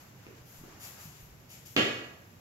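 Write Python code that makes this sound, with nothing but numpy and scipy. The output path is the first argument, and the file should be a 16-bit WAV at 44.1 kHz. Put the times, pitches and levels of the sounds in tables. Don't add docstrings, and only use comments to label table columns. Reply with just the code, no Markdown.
import sys
import numpy as np
from scipy import signal
from scipy.fft import rfft, irfft, next_fast_len
from scipy.io import wavfile
from scipy.ndimage import map_coordinates

SR = 44100
rng = np.random.default_rng(int(sys.argv[2]) if len(sys.argv) > 2 else 0)


def master(y):
    cut = np.clip(np.atleast_2d(y).T, -1, 1)
    pcm = np.round(cut * 32767)
    wavfile.write(sys.argv[1], SR, pcm.astype(np.int16))


def invert_db(level):
    return 10 ** (np.asarray(level, dtype=float) / 20)


N = 105928
TIME_S = np.arange(N) / SR


def unit(x):
    return x / np.sqrt(np.mean(x ** 2) + 1e-20)


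def along(points, hz):
    point_hz, value = np.transpose(points)
    return np.interp(np.log(hz + 1), np.log(point_hz + 1), value)


def filtered(x, response):
    size = next_fast_len(x.shape[-1] + SR // 2)
    spectrum = rfft(x, size) * response(np.fft.rfftfreq(size, 1 / SR))
    return irfft(spectrum, size)[..., :x.shape[-1]]


def causal(gain):
    cepstrum = irfft(np.log(gain + 1e-6))
    half = len(cepstrum) // 2
    cepstrum[1:half] *= 2
    cepstrum[half + 1:] = 0
    return np.exp(rfft(cepstrum))


def resonance(f, hz, width_hz):
    damping = 1j * f * width_hz
    return damping / (hz * hz - f * f + damping + 1e-9)


def wobble(rate_hz):
    knots = rng.standard_normal(int(N * rate_hz / SR) + 4)
    return map_coordinates(knots, [np.arange(N) * rate_hz / SR])


def since(start_s):
    return np.maximum(TIME_S - start_s, 0)


# freq_hz, correlation [-1..1]
PORT_LIKENESS = [(60, 0.85), (130, 1), (300, 0.67), (640, 0.35), (1400, -0.046), (3000, -0.016),
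                 (8000, -0.098)]


def diffuse_pair(x):
    def mid_side(hz):
        angle = np.arccos(np.clip(along(PORT_LIKENESS, hz), -1, 1)) / 2
        return np.array([np.cos(angle), np.sin(angle)])

    mid, side = filtered(x, mid_side)
    return np.array([mid + side, mid - side])


# freq_hz, t60_s
ROOM_DECAY = [(80, 0.68), (200, 0.48), (1000, 0.9), (3000, 0.59), (8000, 0.78), (15000, 0.55)]


def room(x, wet_db):
    bloom_s, lag_s = 0.0068, 0.000182
    bounce_s, bounce_db = (.00095, .0007), (-2, -7)
    hz, t, z = signal.stft(diffuse_pair(rng.standard_normal((2, SR))), SR, nperseg=128)
    decay = invert_db(-60 * t / along(ROOM_DECAY, hz)[:, None])
    tail = signal.istft(z * decay, SR, nperseg=128)[1][:, :SR]
    tail = tail * (1 - np.exp(-(np.arange(SR) / SR / bloom_s) ** 2))
    wet = signal.fftconvolve(x[None], tail / np.linalg.norm(tail[0]), axes=1)[:, :N]
    direct = filtered(x, lambda f: np.exp(-1j * np.pi * f * lag_s * np.array([[1], [-1]])))
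    bounce_gain = invert_db(bounce_db)[:, None]
    near = filtered(x, lambda f: bounce_gain * np.exp(-2j * np.pi * np.outer(bounce_s, f)))
    return direct + near + invert_db(wet_db) * wet


# freq_hz, density_db [dB per Hz]
AIR_COLOUR = [(25, -30), (60, -10), (120, -2.5), (250, -12.5), (700, -19.5), (2500, -28), (7000, -38.5),
              (16000, -32)]


def air():
    air_db, hum_db, hum_hz, hum_width_hz = -57, -66.5, 124.4, 5
    tone = diffuse_pair(rng.standard_normal((2, N)))
    tone = unit(filtered(tone, lambda f: invert_db(along(AIR_COLOUR, f))))
    hum = diffuse_pair(rng.standard_normal((2, N)))
    hum = unit(filtered(hum, lambda f: resonance(f, hum_hz, hum_width_hz)))
    tone_gain = invert_db(air_db + 0.23 * wobble(1.97))
    hum_gain = invert_db(hum_db + 1.35 * wobble(8.6))
    return tone_gain * tone + hum_gain * hum


# time_s, level_db
CLOTH_STIR = [
    (0.0, -61.5),
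    (0.15, -67.5),
    (0.288, -63.5),
    (0.368, -65),
    (0.966, -58),
    (1.296, -69),
    (1.69, -69.5),
    (1.7, -80),
]
# freq_hz, gain_db
CLOTH_COLOUR = [(200, -29), (600, 0.5), (1500, 1), (3000, -8.5), (6000, -14), (12000, -20)]


def cloth():
    uneven_db = 1.5
    time_s, level_db = np.transpose(CLOTH_STIR)
    noise = diffuse_pair(rng.standard_normal((2, N)))
    noise = unit(filtered(noise, lambda f: invert_db(along(CLOTH_COLOUR, f))))
    return invert_db(np.interp(TIME_S, time_s, level_db) + uneven_db * wobble(18.64)) * noise


STEP_START = [.2665, .29, .612, .637, .41, .58, 1.225, 1.055, 1.31]
# level_db, pitch_hz
STEP_TONE = [
    (-44, 380),
    (-51, 364),
    (-51.5, 235),
    (-43.5, 337),
    (-61, 57),
    (-60, 23),
    (-54.5, 50),
    (-49, 130),
    (-58.5, 69),
]
# start_s, level_db, pitch_hz
SKIN_TICKS = [
    (.2665, -43, 2400),
    (.2673, -49, 1400),
    (.641, -49, 1300),
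    (1.212, -56, 12000),
]


def steps():
    wet_db, tick_cycles = 2.5, 1.6
    out = np.zeros(N)
    for start_s, (level_db, pitch_hz) in zip(STEP_START, STEP_TONE):
        t = since(start_s)
        swing = np.sin(2 * np.pi * pitch_hz * t) * np.exp(-2.5 * pitch_hz * t)
        out += invert_db(level_db) * 8 * pitch_hz * t * swing
    for start_s, level_db, pitch_hz in SKIN_TICKS:
        t = since(start_s)
        out += invert_db(level_db) * np.sin(2 * np.pi * pitch_hz * t) * np.exp(-t * pitch_hz / tick_cycles)
    return room(out, wet_db)


# start_s, level_db, rise_s, hold_s, bright_db [dB per octave]
SCUFFS = [
    (.0, -65.5, 0.0034, 0.016, 8.5),
    (0.448, -62, 0.017, 0.13, 10.5),
    (0.785, -51, 0.039, 0.041, 8.5),
    (0.976, -56, 0.018, 0.052, 9),
    (1.073, -68.5, 0.023, 0.11, 4.5),
    (1.194, -57, .004, 0.016, 17),
    (1.484, -57, 0.02, 0.033, 6.5),
    (1.653, -53, 0.0062, 0.005, 8),
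    (1.678, -60.5, 0.019, 0.036, 14.5),
]
# freq_hz, gain_db
SOLE_COLOUR = [(300, 3), (1000, 5), (2500, 11.5), (6000, -3), (12000, -6), (16000, -10)]


def scuffs():
    grains_per_s, spread_db, fall_s, wet_db = 12000, 1.4, .022, 3
    out = np.zeros(N)
    for start_s, level_db, rise_s, hold_s, bright_db in SCUFFS:
        grains = (rng.random(N) < grains_per_s / SR) * rng.standard_normal(N)
        grains = grains * invert_db(spread_db * rng.exponential(size=N))
        tilt = lambda f: bright_db * np.log2(f / 6000 + 0.013)
        grit = unit(filtered(grains, lambda f: invert_db(along(SOLE_COLOUR, f) + tilt(f))))
        rise = np.clip((TIME_S - start_s) / rise_s, 0, 1)
        fall = np.exp(-since(start_s + rise_s + hold_s) / fall_s)
        out += invert_db(level_db) * rise * fall * grit
    return room(out, wet_db)


# pitch_hz, width_hz, level_db
STAFF_MODES = [(1153, 58, -2.5), (1678, 50, 6), (1941, 48, 5), (2229, 44, 5.5), (2507, 44, 10.5),
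               (2823, 48, 13), (3086, 41, 13), (3450, 52, 8), (3790, 37, 5), (4400, 135, -0.5),
               (5380, 22, -1), (5680, 120, -2.5), (6360, 18, -23),
               (986, 20, -7), (1383, 145, -3.5)]
# freq_hz, gain_db
CRACK_COLOUR = [(600, -11), (1000, -5.5), (4500, 4.5), (7500, -7.5), (9000, -12), (12000, -10.5),
                (14000, -20), (16000, -48)]


def staff():
    knock_s, knock_db, wet_db = 1.7639, -13.5, 8.5
    contact_s, slab_contact_s = .00008, .00016
    thud_hz, thud_width_hz, thud_db = 371, 690, -6
    boom_hz, boom_width_hz, boom_db = 120, 41, -3
    crack_late_s, crack_db = 0.000986, -7
    t = since(knock_s)

    def bending(f):
        modes = enumerate(sorted(STAFF_MODES))
        return sum((-1) ** k * invert_db(db) * resonance(f, hz, width) for k, (hz, width, db) in modes)

    def slab(f):
        boom = invert_db(boom_db) * resonance(f, boom_hz, boom_width_hz) ** 2
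        return boom + resonance(f, thud_hz, thud_width_hz) ** 3

    def late_crack(f):
        delay = np.exp(-2j * np.pi * f * (knock_s + crack_late_s))
        return delay * causal(invert_db(along(CRACK_COLOUR, f)))

    ring = filtered(t / contact_s * np.exp(1 - t / contact_s), bending)
    thud = filtered((t / slab_contact_s) ** 2 * np.exp(-t / slab_contact_s), slab)
    impulse = 1. * (np.arange(N) == 0)
    crack = -filtered(impulse, late_crack)
    knock = ring / abs(ring).max()
    knock = knock + invert_db(thud_db) * thud / abs(thud).max()
    knock = knock + invert_db(crack_db) * crack / abs(crack).max()
    return room(invert_db(knock_db) * knock, wet_db)


def scene():
    return air() + cloth() + steps() + scuffs() + staff()


def band_limit(x):
    return signal.sosfilt(signal.butter(12, 16440, fs=SR, output="sos"), x)


# freq_hz, gain_db
LEFT_PORT = [(100, 0), (3000, 1.5), (7300, 13.5), (8400, -5.5), (10000, -1.5), (11600, 10), (13000, 9),
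             (15500, -14.5)]
# freq_hz, gain_db
RIGHT_PORT = [(100, 2), (1500, 2), (2800, 6.5), (4200, -0.5), (6000, 7), (7200, -2), (12500, -2),
              (16000, 2)]


def record(dry):
    top_hz, edge_hz, ceiling = 15780, 12, .5

    def ports(f):
        edge = (1 - np.tanh((f - top_hz) / edge_hz)) / 2
        return np.array([edge * causal(invert_db(along(port, f))) for port in (LEFT_PORT, RIGHT_PORT)])

    x = filtered(dry, ports)
    mix = x / (1 + abs(x / ceiling) ** 4) ** .25
    return band_limit(mix)


dry = scene()
out = record(dry)
master(out)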